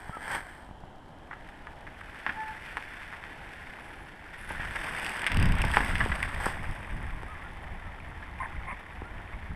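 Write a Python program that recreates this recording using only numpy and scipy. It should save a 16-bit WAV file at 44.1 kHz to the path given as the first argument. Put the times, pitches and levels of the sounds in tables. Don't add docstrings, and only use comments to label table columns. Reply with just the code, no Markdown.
import sys
import numpy as np
from scipy import signal
from scipy.fft import rfft, irfft
from scipy.io import wavfile
from scipy.ndimage import uniform_filter1d

SR = 44100
rng = np.random.default_rng(int(sys.argv[2]) if len(sys.argv) > 2 else 0)


def bounce(signal):
    frames = np.transpose(np.atleast_2d(signal))
    limited = np.clip(frames, -1, 1)
    pcm = np.round(limited * 32767).astype(np.int16)
    wavfile.write(sys.argv[1], SR, pcm)


N = 421243
TIME = np.arange(N) / SR

# (time [s], level [dB])
CRUNCH_LEVEL = [(1.05, -69.5), (1.46, -55.5), (1.85, -57), (2.2, -46.5), (2.8, -44.5), (3.2, -47.5),
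                (3.88, -48.5), (4.17, -53), (4.55, -41.5), (4.82, -37), (5.3, -38), (5.9, -35.5),
                (6.15, -40.5), (6.5, -43), (6.85, -47.5), (8.0, -51), (8.55, -49), (9.55, -52)]
# (frequency [Hz], level [dB])
CRISP_FAR = [(2800, -49.5), (3800, 8.5), (4700, 3), (5500, 1.5), (6300, -5.5), (7000, -6.5), (8300, 0),
             (9100, -8.5), (10600, -0.5), (11700, -7.5), (12700, -9), (13500, -17), (15300, -17.5)]
# (frequency [Hz], level [dB])
CRISP_NEAR = [(3000, -69), (4100, -11), (4700, -5), (5250, -7), (5800, -13.5), (7000, -19), (7700, -10.5),
              (8350, 0.5), (9300, -10), (10600, -10), (11800, -20.5), (12800, -16), (13900, -27),
              (15000, -27)]
# (frequency [Hz], level [dB], time to fade by 60 dB [s])
FRAME_NOTES = [(856, 9, 0.02), (1679, -5.5, 0.024), (1900, 8, 0.0046), (3240, -19, 0.011),
               (5200, -22, .008), (8350, -28, .009)]
# (frequency [Hz], level [dB])
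CASE_MUFFLING = [(200, 42), (850, -1.5), (1200, 7), (1700, 4.5), (2700, 6), (3300, 9.5), (3900, 2),
                 (5200, 5.5), (7000, -5), (12000, -12)]


def amp(db):
    return 10 ** (np.asarray(db) / 20)


def unit(x):
    return x / np.sqrt(np.mean(x ** 2) + 1e-20)


def unit_hit(x):
    return x / np.sqrt(uniform_filter1d(x ** 2, 176, mode="constant").max())


def follow(rows):
    return np.interp(TIME, *np.transpose(rows))


def swell(start, rise, hold, fall):
    ramp = np.minimum((TIME - start) / rise, (start + rise + hold + fall - TIME) / fall)
    return np.sin(np.pi / 2 * np.clip(ramp, 0, 1)) ** 2


def puff(middle, length):
    return swell(middle - length / 2, length / 2, 0, length / 2)


def add(mix, s, sound):
    part = mix[max(round(s * SR), 0):][:len(sound)]
    part += sound[:len(part)]


def colour(x, points, size=8192):
    hz, db = np.transpose(points)
    log_hz = np.log(abs(np.fft.fftfreq(size, 1 / SR)) + 1)
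    log_gain = np.log(amp(np.interp(log_hz, np.log(hz), db)))
    taps = np.fft.ifft(np.exp(np.conj(signal.hilbert(log_gain)))).real[:size // 2]
    return signal.oaconvolve(x, taps)[:len(x)]


def drift(rate, count=N):
    hz = np.fft.rfftfreq(count, 1 / SR)
    return unit(irfft(rfft(rng.standard_normal(count)) / np.sqrt(1 + (hz / rate) ** 6), count))


def resonate(x, hz, *widths_hz):
    for width_hz in widths_hz:
        x = signal.lfilter(*signal.iirpeak(min(hz, SR / 2 - 1), hz / width_hz, SR), x)
    return x


def snaps(per_s, spread_db):
    size = amp(spread_db * np.minimum(rng.exponential(1, N), 5))
    return unit(size * rng.choice([-1, 1], N) * (rng.random(N) < per_s / SR))


def woodland():
    # (frequency [Hz], level [dB])
    hush = [(25, -1), (90, -4), (170, -7), (300, -6.5), (480, -11), (850, -4.5), (1200, -15), (1700, -16),
            (2500, -31), (3100, -19.5), (4100, -41), (7000, -42.5), (8400, -43), (13000, -57)]
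    air = amp(-50.5 + 0.87 * drift(rate=1.9)) * unit(colour(rng.standard_normal(N), hush))
    stir = snaps(per_s=900, spread_db=5.5) + rng.standard_normal(N)
    return air + amp(-74.5) * unit(colour(stir, CRISP_FAR))


def tree_echoes(x, fade_s, level_db):
    # (frequency [Hz], level [dB])
    echo_tone = [(150, 21), (900, 6.5), (2200, -5.5), (5000, 12), (12000, -5.5)]
    t = np.arange(SR // 2) / SR
    echoes = rng.standard_normal(len(t)) * (rng.random(len(t)) < 1500 / SR) * (t > .008)
    tail = colour(echoes * np.exp(-np.log(1000) * t / fade_s), echo_tone)
    return amp(level_db) * signal.oaconvolve(x, tail / np.linalg.norm(tail))[:N]


def wind():
    # (middle time [s], length [s], level [dB])
    gust_list = [(1.9, 0.073, -48), (4.731, 1, -44), (5.414, 0.22, -24), (5.527, 0.12, -23),
                 (6.01, 0.38, -28), (6.698, 0.11, -32), (7.056, 0.97, -40), (7.73, 0.15, -37.5),
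                 (8.587, .08, -34), (8.726, 0.049, -34), (9.35, 0.061, -35.5), (9.513, .13, -35)]
    # (frequency [Hz], level [dB])
    rumble = [(10, -8), (26, -0.5), (50, -5.5), (85, -6), (110, -15.5), (170, -16), (260, -26),
              (450, -56.5), (1000, -115)]
    wake_s, fade_db_per_s = 5.27, 13.5
    passed = swell(wake_s, rise=0.11, hold=N / SR, fall=1)
    wake = passed * amp(-25 - fade_db_per_s * (TIME - wake_s))
    calm, breeze = amp(-53), passed * amp(-44)
    gusts = [amp(db) * puff(s, length) for s, length, db in gust_list]
    level_db = 10 * np.log10(sum(air ** 2 for air in [calm, breeze, wake, *gusts]))
    swirls = unit(colour(rng.standard_normal(N), rumble))
    throb = unit(resonate(resonate(rng.standard_normal(N), 99, 30), 94, 92))
    flutter = unit(resonate(resonate(rng.standard_normal(N), 181, 130), 120, 184))
    strength = amp(.5 * np.minimum(level_db + 23, 0))
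    lumps_db = 2 * drift(rate=10)
    return amp(level_db + lumps_db) * (swirls + strength * (0.3 * throb + 0.24 * flutter))


def swept_leaves():
    # (start [s], rise [s], hold [s], fall [s], level [dB])
    sweeps = [(-.1, 0.084, 0.48, 0.32, -48.5), (0.179, 0.094, 0.072, 0.048, -43.5),
              (0.269, 0.077, .005, 0.083, -36), (6.37, 0.059, 0.052, 0.084, -36)]
    # (frequency [Hz], level [dB])
    rustle_tone = [(200, -11.5), (550, -11), (870, 0), (1200, -7), (1700, 2), (2250, -7.5), (2720, -19.5),
                   (3200, -12), (3850, -27.5), (4900, -23.5), (6900, -36), (8450, -16.5), (11400, -43),
                   (15000, -43)]
    level = sum(amp(db) * swell(*shape) for *shape, db in sweeps)
    grains = snaps(per_s=3500, spread_db=4.5) + 0.83 * rng.standard_normal(N)
    rustle = colour(grains, rustle_tone)
    case_ring = 4.0 * resonate(rustle, 12700, 800)
    return level * unit(rustle + case_ring)


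def bumps():
    # (time [s], level [dB], pitch [Hz])
    thuds = [(0.095, -22.5, 149), (.17, -26.5, 800), (0.305, -35, 197), (.69, -35, 215), (.711, -30.5, 198),
             (0.837, -29.5, 158), (2.2915, -29, 261), (4.509, -26, 480), (4.598, -22.5, 157),
             (5.6411, -22, 517), (6.0612, -16.5, 444), (6.466, -14, 477), (7.234, -29.5, 482),
             (9.0195, -24.5, 360)]
    out, t = np.zeros(N), np.arange(SR // 12) / SR
    for s, db, hz in thuds:
        push = np.sin(2 * np.pi * hz * t) * np.exp(-t * hz / 0.41)
        hollow = 0.81 * np.sin(2 * np.pi * 850 * t) * np.exp(-t / 0.0011)
        add(out, s, amp(db) * (push + hollow))
    return signal.lfilter(*signal.butter(2, 1600, fs=SR), out)


def brake_drag():
    # (start [s], length [s], level [dB])
    touches = [(3.75, 0.39, -74.5), (4.347, 0.26, -64)]
    ease_s = 0.08
    level = sum(amp(db) * swell(s, ease_s, length - 2 * ease_s, ease_s) for s, length, db in touches)
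    rub = snaps(per_s=200, spread_db=-1.5) + .5 * rng.standard_normal(N)
    grip = amp(4.5 * drift(rate=60))
    return level * grip * unit(resonate(resonate(rub, 10600, 930), 8800, 2000))


def brake_honk(pitch_hz=872):
    # (middle time [s], length [s], level [dB], octave above against the note [dB])
    squeezes = [(2.409, 0.14, -34, -6.5), (2.494, 0.11, -36.5, -5), (2.56, .09, -50, -9)]
    phase = 2 * np.pi * np.cumsum(pitch_hz * (1 + 0.0013 * drift(rate=60))) / SR
    return sum(amp(db) * puff(s, length) * unit(np.sin(phase) + amp(octave_db) * np.sin(2 * phase))
               for s, length, db, octave_db in squeezes)


def brake_squeaks():
    # (start [s], length [s], level [dB], pitch [Hz], glide [share of the pitch],
    # roughness [0-1], octave above against the note [dB])
    squeaks = [(0.115, 0.074, -40.5, 1340, -0.074, 0.2, -28), (7.274, .086, -47.5, 1270, -0.074, 0.3, -28),
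               (7.418, 0.075, -50, 1420, 0.088, 0.33, -22), (7.817, 0.1, -54, 1346, -0.11, 0.4, -34),
               (8.397, 0.033, -32.5, 1053, 0.033, 0.48, -9), (8.417, 0.0544, -36.5, 1008, 0.031, 0.99, 1),
               (8.661, 0.084, -36.5, 1091, -0.11, 0.81, -1.5), (9.027, .077, -50.5, 1406, 0.1, 0, -15)]
    # (frequency [Hz], level [dB])
    pad_hiss = [(6500, -39), (8200, -7), (9200, 0), (10600, -4), (11800, -22), (15000, -32)]
    out = np.zeros(N)
    for s, length, db, pitch_hz, glide, rough, octave_db in squeaks:
        count = round(length * SR)
        position = np.linspace(-1, 1, count)
        arch = 1 + glide * position / 2 - .13 * position ** 2
        jitter = 1 + .14 * rough ** 2 * drift(rate=300, count=SR)[:count]
        flutter = amp(4 * rough * drift(rate=260, count=SR)[:count])
        phase = 2 * np.pi * np.cumsum(pitch_hz * arch * jitter) / SR
        tone = np.sin(phase) + amp(octave_db) * np.sin(2 * phase)
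        hiss = amp(-29) * unit(colour(rng.standard_normal(SR), pad_hiss))[:count]
        add(out, s, amp(db) * (unit(tone * flutter) + hiss) * signal.windows.tukey(count, .6))
    return out


def freewheel():
    # (time [s], rate [ticks/s])
    tick_rate = [(4.997, 41.5), (5.35, 39), (5.47, 31.4), (6.2, 28.5), (6.65, 50), (7.5, 52), (8.2, 57),
                 (9.55, 61)]
    rate = follow(tick_rate) * (TIME >= tick_rate[0][0])
    teeth_passed = np.ceil(np.cumsum(rate) / SR)
    pass_s, fade_db_per_s = 5.47, 18
    level = amp(-29 - fade_db_per_s * abs(TIME - pass_s))
    ticks, strikes, t = np.zeros(N), np.zeros(N), np.arange(SR // 30) / SR
    for at in np.flatnonzero(np.diff(teeth_passed)):
        strike = rng.standard_normal(len(t)) * (rng.random(len(t)) < .2) * np.exp(-t / .003)
        hub = colour(resonate(strike, 2500, 600, 1800), CASE_MUFFLING)
        catch = colour(strike, CRISP_NEAR)
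        tick = 0.18 * unit_hit(catch + resonate(catch, 12000, 3000)) + 0.5 * unit_hit(hub)
        uneven = amp(4.0 * rng.standard_normal())
        add(ticks, at / SR, uneven * level[at] * tick)
        add(strikes, at / SR, uneven * strike)
    buzz = unit(resonate(strikes, 10000, 1300, 2600))
    buzz_s = 5.68
    buzz_level = swell(buzz_s, rise=0.51, hold=N / SR, fall=1) * amp(-75.5 - 2.5 * (TIME - buzz_s))
    return ticks + buzz_level * buzz


def frame_ring(x, direct):
    t = np.arange(SR // 16) / SR
    body = sum(amp(db) * np.exp(-np.log(1000) * t / fade_s) * np.cos(2 * np.pi * hz * t)
               for hz, db, fade_s in FRAME_NOTES)
    return direct * x + signal.fftconvolve(x, body / np.linalg.norm(body))[:len(x)]


def rattle():
    descent_db = np.interp(TIME, [5.0, 6.5], [-8, -4])
    pitches_hz = np.geomspace(1150, 2400, 8)
    clinks = sum(resonate(snaps(per_s=8, spread_db=1.3), hz, 230, 900) for hz in pitches_hz)
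    return amp(follow(CRUNCH_LEVEL) + descent_db) * unit(frame_ring(clinks, direct=2.7))


def knocks():
    # (time [s], level [dB], pitch [Hz], looseness [0-1], metal tick against the knock [dB])
    hits = [(1.31, -35.5, 1320, 1, -46), (1.3279, -36.5, 1410, 0.6, -48), (1.489, -47, 1900, 0.1, -18),
            (1.6707, -38, 1340, 0.08, -39), (1.8685, -41, 1720, 0.24, -30), (2.0076, -39, 1430, 1, -24),
            (2.2648, -23.5, 1440, 0.12, -43), (2.293, -26.5, 1570, 0.26, -43),
            (2.7702, -26.5, 1400, 0.08, -26), (3.127, -37.5, 1460, 0.3, -36),
            (3.239, -38.5, 1630, .05, -45), (4.506, -35.5, 1070, 0.1, -34), (4.599, -31.5, 1720, 0.4, -40),
            (4.6328, -37.5, 1570, 0.1, -38), (4.7572, -32.5, 1680, 0.33, -21),
            (5.0644, -30.5, 2200, 0, -14), (5.2433, -30, 2030, 0, -34), (5.2655, -21.5, 1980, 0.19, -19),
            (5.3184, -27, 2180, 0.06, -19), (5.6399, -25.5, 940, 0.18, -38), (5.735, -25, 1690, 1, -18),
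            (5.763, -30, 1490, 0.34, -12), (5.7701, -13, 1220, 0.07, -39), (5.806, -26, 1430, 0.11, -23),
            (5.955, -26.5, 2060, 0.12, -22), (6.006, -21.5, 1480, 0.2, -37), (6.1178, -26, 1580, 0.17, -33),
            (6.2281, -23, 1830, 0.26, -19.5), (6.4576, -26.5, 1210, 0.18, -10.5),
            (6.638, -36, 1590, .6, -28), (7.0647, -43, 1710, 0.4, -23), (7.2323, -39, 1190, 0, -20),
            (8.2248, -41, 1740, 0.4, -35)]
    out, t = np.zeros(N), np.arange(SR // 8) / SR
    for s, db, hz, loose, tick_db in hits:
        chatter = rng.uniform(-0.72, 1, len(t)) * (rng.random(len(t)) < 1800 / SR)
        blows = 6.0 * loose * chatter * np.exp(-t / 0.0096) * (t > .001)
        blows[0] = 1
        damping = .4 + np.exp(-loose / .15)
        pulse = resonate(blows, hz, damping * hz, hz, 2 * hz)
        body = colour(frame_ring(pulse, direct=1.5 * damping), CASE_MUFFLING)
        burst = .3 * rng.standard_normal(len(t)) * np.exp(-t / .0018)
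        tick = colour(blows + burst, CRISP_NEAR)
        add(out, s, amp(db) * (unit_hit(body) + amp(tick_db) * unit_hit(tick)))
    return out


def tyres():
    # (frequency [Hz], level [dB])
    crunch_tone = [(250, -6), (700, -11.5), (1150, -9), (1450, 4.5), (1750, 7), (2050, 3.5), (2450, -1.5),
                   (2750, -4), (3100, -8), (3550, -9), (3950, -20), (6000, -59)]
    soil_tone = [(60, -38), (180, 2), (300, -4), (470, -3.5), (680, 2), (870, 4), (1100, 5), (1400, -8.5),
                 (2500, -37)]
    # (frequency [Hz], level [dB])
    dulling = [(400, 0), (1000, 10), (1500, -1.5), (1950, 4.5), (2500, 3), (2800, 0), (3600, 2.5),
               (4500, 2)]
    near = np.clip(0.09 + swell(start=4.44, rise=0.78, hold=0.87, fall=1.6), 0, 1)
    gone = np.interp(TIME, [5.9, 6.9], [0, 1])
    lull = swell(start=5.17, rise=.12, hold=.32, fall=.12)
    crunch_db = follow(CRUNCH_LEVEL)
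    crisp_db = crunch_db - 18.5 + 4 * near - 4 * gone - 9 * lull
    soil_db = crunch_db - 11 + 6 * near + 5 * gone
    clumps = amp(1.5 * drift(rate=40))
    crackle = snaps(per_s=2400, spread_db=3.2)
    leaves = unit(clumps * (crackle + .7 * rng.standard_normal(N)))
    fine_snaps = 1.03 * snaps(per_s=930, spread_db=1.0)
    hiss = (1.6 - 0.45 * near) * rng.standard_normal(N)
    fizz = unit(clumps * (crackle + fine_snaps + hiss))
    ahead = unit(colour(leaves, crunch_tone))
    crunch = (1 - gone) * ahead + gone * unit(colour(ahead, dulling))
    soil = unit(colour(clumps * snaps(per_s=1200, spread_db=0.5), soil_tone))
    crisp = np.sqrt(near) * unit(colour(fizz, CRISP_NEAR))
    crisp += np.sqrt(1 - near) * unit(colour(leaves, CRISP_FAR))
    return amp(crunch_db) * crunch + amp(soil_db) * soil + amp(crisp_db) * crisp


def scene():
    metal = knocks() + rattle() + freewheel() + brake_honk() + brake_squeaks() + brake_drag()
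    bike = tyres() + metal + tree_echoes(metal, fade_s=0.22, level_db=-11.5)
    return (bike + swept_leaves() + bumps() + wind() + woodland())[None]


def record(dry, cutoff_hz=15400):
    low_pass = signal.firwin(511, cutoff_hz, window=("kaiser", 9), fs=SR)
    return signal.oaconvolve(dry, low_pass[None], "same")


dry = scene()
out = record(dry)
bounce(out)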